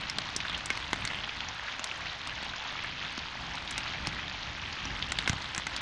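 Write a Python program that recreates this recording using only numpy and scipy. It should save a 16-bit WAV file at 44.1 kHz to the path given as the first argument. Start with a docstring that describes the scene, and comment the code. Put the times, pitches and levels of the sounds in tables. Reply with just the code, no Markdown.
"""Meat sizzles close by on a hot kettle grill outdoors: thousands of steam bubbles burst in its juices,
each a damped cavity resonance. Fine droplets crackle on the bars as a random train of impulses,
and water trapped in fat explodes in sharp spits that excite the modes of the grill.
A soft low thump comes with the bigger spits. Below, the turbulent fire rumbles."""
import sys
import numpy as np
from scipy import signal
from scipy.fft import rfft, irfft, next_fast_len
from scipy.io import wavfile
from scipy.ndimage import uniform_filter1d

SR = 44100
rng = np.random.default_rng(int(sys.argv[2]) if len(sys.argv) > 2 else 0)


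def put_to_file(sound):
    """Save the sound as 16-bit audio at rate SR, in the file named by the first command-line argument."""
    columns = np.atleast_2d(sound).T  # one column per channel
    safe = np.clip(columns, -1, 1)
    whole_steps = np.round(safe * 32767)
    wavfile.write(sys.argv[1], SR, whole_steps.astype(np.int16))


N = 256220
TIME = np.arange(N) / SR


# Spectral envelope of the boiling juice: f/Hz, relative level/dB
SIZZLE_SPECTRUM = [(150, -14.5), (300, -14), (450, -8), (650, -3.5), (900, 1), (1200, 0), (1600, 1.5),
                   (2200, 1.5), (3300, 1.5), (4200, -3), (5200, -8.5), (6100, -13), (7000, -17.5)]
# Runs of juice boiling up in swarms of bubbles: t/s, half duration/s, f/Hz, rise/dB
BUBBLE_SWARMS = [(0.524, 0.037, 3180, 6.5), (1.234, 0.015, 3000, 8.5), (2.692, 0.021, 3500, 9),
                 (3.037, 0.041, 2890, 7.5), (3.87, 0.068, 2400, 2.5), (4.476, 0.025, 2200, 5.5),
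                 (4.802, 0.033, 3250, 5.5)]
def sizzle(spread_db=3.5, cycles=2.14, hiss_db=-4, patch_db=1.78, flutter_db=0.5, count=18000, bands=7):
    """Superposition: tiny bursting bubbles sum to a fizz; the smallest merge into a hiss of steam."""
    when, pitch, size, decay = rng.random((count, 4)).T
    start = (when * N).astype(int)
    hz = 500 * 15 ** pitch
    # every size of bubble comes and goes on its own
    band_drift = np.array([walk(16) for _ in range(bands)])
    swarm_db = patch_db * band_drift[(pitch * bands).astype(int), start]
    for s, half_s, centre_hz, rise_db in BUBBLE_SWARMS:
        swell = np.exp(-((start / SR - s) / half_s) ** 2)
        swarm_db += rise_db * swell * resonance(hz, centre_hz, 0.32 * centre_hz)
    gain = hz * undb(spread_db * np.minimum(-np.log(1 - size), 4.5) + swarm_db)
    lag = np.arange(256)
    grains = gain[:, None] * damped_sine(hz[:, None], cycles * (.5 + decay[:, None]), lag / SR)
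    fizz = np.bincount((start[:, None] + lag).ravel(), grains.ravel(), N)[:N]
    hiss = undb(hiss_db) * tint(rng.standard_normal(N), SIZZLE_SPECTRUM)
    return unit(tint(fizz, SIZZLE_SPECTRUM) + hiss) * undb(flutter_db * walk(25.07))


# Single large bubbles in the juice: t/s, level/dB, f/Hz
LARGE_BUBBLES = [(0.4038, -29.5, 3000), (0.4510, -31.5, 1750), (0.548, -32.5, 3000), (1.1023, -32, 2180),
                 (1.2928, -32, 2630), (1.4046, -30.5, 3000), (1.4863, -38, 5850), (1.914, -32, 2700),
                 (2.5362, -35.5, 1530), (2.845, -32.5, 1850), (3.049, -37, 3420), (3.1910, -35, 3800),
                 (3.6760, -33.5, 3730), (4.1945, -38, 2620), (4.7289, -38, 4700), (5.0250, -26.5, 2930),
                 (5.422, -39.5, 4260)]
def bubbles(cycles=1.34, opening_s=0.00013):
    """Cavity resonance: a large bubble tears open and rings with a short pitched plip."""
    out, t = np.zeros(N), np.arange(1024) / SR
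    for s, db, hz in LARGE_BUBBLES:
        plip = damped_sine(hz, cycles, t) * (1 - np.exp(-t / opening_s))
        add(out, s, scatter(plip, near=0.098, near_s=0.0037, far=0.012, far_s=0.0079), db)
    return out


# Spectral envelope of the snapping droplets: f/Hz, relative level/dB
CRACKLE_SPECTRUM = [(200, 9), (500, 8.5), (1000, 16.5), (2100, 15.5), (3500, -10.5), (6000, 0.5),
                    (8000, -5), (9500, -14.5), (11000, -22), (12200, -33)]
# Fat running onto the bars: t/s, relative crackle level/dB
FAT_FLOW = [(0.0, -76), (0.48, -74), (1.0, -69), (1.16, -72.5), (1.68, -77), (1.97, -73.5), (2.34, -77.5),
            (2.99, -81), (3.54, -72), (4.61, -78.5), (5.36, -67.5), (5.81, -74)]
def crackle(gain_db=22.5, spread_db=5, mist_db=-7, cluster_db=1.5, spray_share=0.35, count=2400):
    """Shot noise: fine droplets snap on the hot bars in clusters, over a mist of still smaller ones."""
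    when, size = rng.random((count, 2)).T
    gain = undb(spread_db * np.minimum(-np.log(1 - size), 4))
    clicks = np.bincount((when * N).astype(int), gain * rng.choice([-1, 1], count), N)
    t = np.arange(1024) / SR
    spray_power = np.abs(signal.fftconvolve(clicks ** 2, np.exp(-t / 0.00058))[:N])
    spray = spray_share * np.sqrt(spray_power) * rng.standard_normal(N)
    snaps = tint((clicks + spray) * undb(cluster_db * walk(40)), CRACKLE_SPECTRUM)
    mist = undb(mist_db) * tint(rng.standard_normal(N), CRACKLE_SPECTRUM)
    running_fat = undb(follow(FAT_FLOW) + gain_db)
    return unit(snaps + mist) * np.hypot(running_fat, spatter())


# Spectral envelope common to all spits: f/Hz, relative level/dB
SPIT_SPECTRUM = [(60, -28), (250, 0.5), (500, -13), (900, 0), (2100, -2.5), (3500, -1.5), (6000, -6),
                 (9000, -14), (12000, -32.5)]
# Modes of the grill: f/Hz, half width/Hz, weight
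GRILL_MODES = [(1540, 55, 0.71), (2115, 155, 1.0)]
# Spits of fat: t/s, level/dB, cavity f/Hz, cavity boost/dB, treble boost/dB, grill boost at weight 1/dB
FAT_SPITS = [(0.098, -29, 5170, 13, 5, 15), (0.1850, -25.5, 4350, 5.5, -10.5, 3),
             (0.3632, -26.5, 5350, 12, 21, 8), (0.496, -35, 3200, 4, -15, -4), (0.578, -38, 1600, 13, 2, 2),
             (0.6587, -34, 7600, 9, 14, 0), (0.7033, -22.5, 1540, 2, -7.5, 20.5),
             (0.7733, -31, 4530, 8, 2, 21), (0.9312, -22.5, 764, 14.5, -4, 14),
             (1.0513, -30.5, 6900, 9, 6, 14), (1.0747, -29.5, 4370, 14, 1, 11),
             (1.7947, -32.5, 6930, 13, -14, -7), (1.842, -30, 3680, 4.5, 11, 6),
             (2.273, -35.5, 1260, 22.5, 11, 0), (2.4277, -35.5, 7460, 10, -17, -2),
             (3.1779, -33, 6040, 11, -14, -6), (3.7090, -37, 7600, 2, 19, 0),
             (3.7795, -27.5, 2080, 6, 5.5, 7), (4.0712, -27.5, 5900, 5, -1, 2),
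             (4.8536, -33.5, 5920, 15, -21, -6), (5.1205, -26, 7600, 7, -4.5, 9),
             (5.1873, -23, 3780, 14, -4, 6.5), (5.2762, -22.5, 5500, 10, -6, 8.5),
             (5.2956, -23.5, 6900, 10, -1, 8.5), (5.3310, -32.5, 7300, 7, -16, -9),
             (5.5480, -32, 5950, 6, -3, 6), (5.562, -34.5, 7740, 15, -15, 9),
             (5.5788, -28.5, 7200, 11, 1, 10), (5.6680, -27.5, 6040, 9.5, -8, 12),
             (5.7640, -30.5, 4630, 6.5, 3, -9)]
def spits(cavity_width=0.15):
    """Impulse excitation: water trapped in fat explodes, ringing its cavity and the grill."""
    out, hz = np.zeros(N), np.fft.rfftfreq(2048, 1 / SR)
    grill = sum(weight * resonance(hz, mode_hz, width_hz) for mode_hz, width_hz, weight in GRILL_MODES)
    treble = np.clip(np.log2((hz + 1) / 2000) / 2, 0, 1)
    for s, db, cavity_hz, ring_db, sharp_db, grill_db in FAT_SPITS:
        cavity = resonance(hz, cavity_hz, cavity_width * cavity_hz)
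        boost_db = sharp_db * treble + ring_db * cavity + grill_db * grill
        crack = impulse(contour(SPIT_SPECTRUM, hz) + boost_db)
        add(out, s, scatter(crack, near=0.3, near_s=0.0021, far=0.031, far_s=0.011), db)
    return out


def spatter(relative_db=-30.5, power_decay_s=0.052, sharp_share=0.23):
    """Exponential decay of crackle gain as thrown fat fries away; hard, sharp spits throw the most."""
    power = np.zeros(N)
    for s, db, _, _, sharp_db, _ in FAT_SPITS:
        onset_power = undb(db + sharp_share * sharp_db + relative_db) ** 2
        power += (TIME > s) * onset_power * np.exp(-np.abs(TIME - s) / power_decay_s)
    return np.sqrt(power)


# Low thumps of the bigger spits: t/s, peak level/dB, initial f/Hz
SPIT_THUMPS = [(0.185, -30, 380), (0.363, -31, 400), (0.706, -32, 354), (0.931, -23.5, 380),
               (1.044, -34, 131), (3.18, -33, 272), (4.077, -26.5, 184), (5.277, -28.5, 420),
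               (5.298, -19, 167), (5.332, -26, 168), (5.364, -33, 164), (5.58, -31, 225)]
def thumps(cycles=0.57, slowing_s=0.01):
    """Heavily damped oscillation: the soft low thump of a bigger spit, one or two slowing swings."""
    out, t = np.zeros(N), np.arange(4096) / SR
    for s, db, hz in SPIT_THUMPS:
        turns = hz * slowing_s * np.log(1 + t / slowing_s)
        thump = np.sin(2 * np.pi * turns) * turns * np.exp(-2 * turns / cycles)
        out += np.interp(TIME - s, t, undb(db) * thump / np.abs(thump).max(), left=0, right=0)
    return out


# The largest droplets landing on the bars: t/s, relative level/dB
DROPLET_TICKS = [(0.0126, -52.5), (1.011, -56), (1.157, -58), (1.548, -60), (1.975, -57.5), (2.182, -66),
                 (2.448, -56), (2.723, -60), (2.838, -53), (3.125, -57), (3.556, -55), (5.287, -49)]
def ticks(gain_db=-2, cycles=3.2, ring_hz=8300):
    """Flash evaporation: a droplet turns to steam on a bar with a thin, bright tick."""
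    out = np.zeros(N)
    tick = damped_sine(ring_hz, cycles, np.arange(512) / SR)
    for s, db in DROPLET_TICKS:
        add(out, s, scatter(tick, near=0.12, near_s=0.0016, far=0.02, far_s=0.0044), db + gain_db)
    return out


# Spectral envelope of the fire: f/Hz, relative level/dB
FIRE_SPECTRUM = [(15, -34), (28, -9.5), (42, 0), (62, 2), (85, 0), (115, -2), (160, -2.5), (220, -7.5),
                 (300, -8), (420, -18.5), (800, -45), (3000, -90)]
# Strength of the fire: t/s, relative level/dB
FIRE_STRENGTH = [(0.0, -51), (0.11, -50.5), (0.95, -49.5), (1.42, -52), (1.58, -53.5), (3.2, -51.5),
                 (3.35, -50.5), (4.26, -46.5), (4.4, -51.5), (5.18, -47), (5.57, -48), (5.81, -48)]
def fire(gain_db=2, flicker_db=1.9):
    """Turbulence: hot gas churns over the coals and radiates low-frequency noise."""
    rumble = tint(rng.standard_normal(N), FIRE_SPECTRUM)
    return rumble * undb(follow(FIRE_STRENGTH) + gain_db + flicker_db * walk(14))


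def damped_sine(hz, cycles, t):
    """Free vibration of a damped oscillator, falling to 1/e after the given cycles."""
    return np.sin(2 * np.pi * hz * t) * np.exp(-hz * t / cycles)


def resonance(hz, centre_hz, half_width_hz):
    """Lorentzian resonance curve of height 1."""
    return 1 / (1 + ((hz - centre_hz) / half_width_hz) ** 2)


def scatter(sound, near, near_s, far, far_s):
    """Scattering: direct sound, dense reflections from meat and bars, then a faint tail from the bowl."""
    t = np.arange(len(sound)) / SR
    echoes = rng.standard_normal(len(t)) * (near * np.exp(-t / near_s) + far * np.exp(-t / far_s))
    echoes[0] = 1
    return signal.fftconvolve(sound, echoes)


def impulse(db):
    """Minimum phase: the sharpest causal click that has this spectrum."""
    cepstrum = irfft(np.log(undb(db)))
    half = len(cepstrum) // 2
    cepstrum[1:half] *= 2
    cepstrum[half + 1:] = 0
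    return irfft(np.exp(rfft(cepstrum)))


def contour(spectrum, hz):
    """Spectral envelope in dB, interpolated over log frequency."""
    f, db = np.transpose(spectrum)
    return np.interp(np.log(hz + 1), np.log(f), db)


def tint(x, spectrum):
    """Linear filtering by a spectral envelope, scaled to rms 1."""
    size = next_fast_len(N)
    gain = undb(contour(spectrum, np.fft.rfftfreq(size, 1 / SR)))
    return unit(irfft(rfft(x, size) * gain, size)[:N])


def lowpass(x, hz):
    """Steep elliptic low-pass."""
    return signal.sosfilt(signal.ellip(10, .2, 70, hz, fs=SR, output="sos"), x)


def walk(rate_hz):
    """Random modulation: held values, smoothed twice, with a spread near 1."""
    hold = max(int(SR / rate_hz), 2)
    steps = np.repeat(rng.standard_normal(N // hold + 1), hold)
    return 1.3 * uniform_filter1d(uniform_filter1d(steps, hold), hold)[:N]


def follow(curve):
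    """Linear interpolation of a level over time."""
    return np.interp(TIME, *np.transpose(curve))


def add(out, s, sound, db):
    """Mix in a transient at its equivalent level: its energy spread over 5 ms."""
    start = int(s * SR)
    sound = sound * undb(db) * np.sqrt(.005 * SR / np.sum(sound ** 2))
    out[start:start + len(sound)] += sound[:N - start]


def undb(db):
    """Decibels to amplitude ratio."""
    return 10 ** (np.asarray(db) / 20)


def unit(x):
    """Scale to rms 1."""
    return x / np.sqrt(np.mean(x ** 2))


def scene(sizzle_db=-39):
    """Superposition of steadily boiling juice, snapping fat and the fire below, in mono."""
    # the sizzle and bubbles are cut off above 7 kHz; crackle and spits reach higher
    juice = lowpass(sizzle() * undb(sizzle_db) + bubbles(), hz=7000)
    fat = crackle() + ticks() + spits() + thumps()
    return (juice + fat + fire())[None]


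def record(dry):
    """Band limiting: the highest treble is cut off."""
    return lowpass(dry, hz=12100)


dry = scene()
out = record(dry)
put_to_file(out)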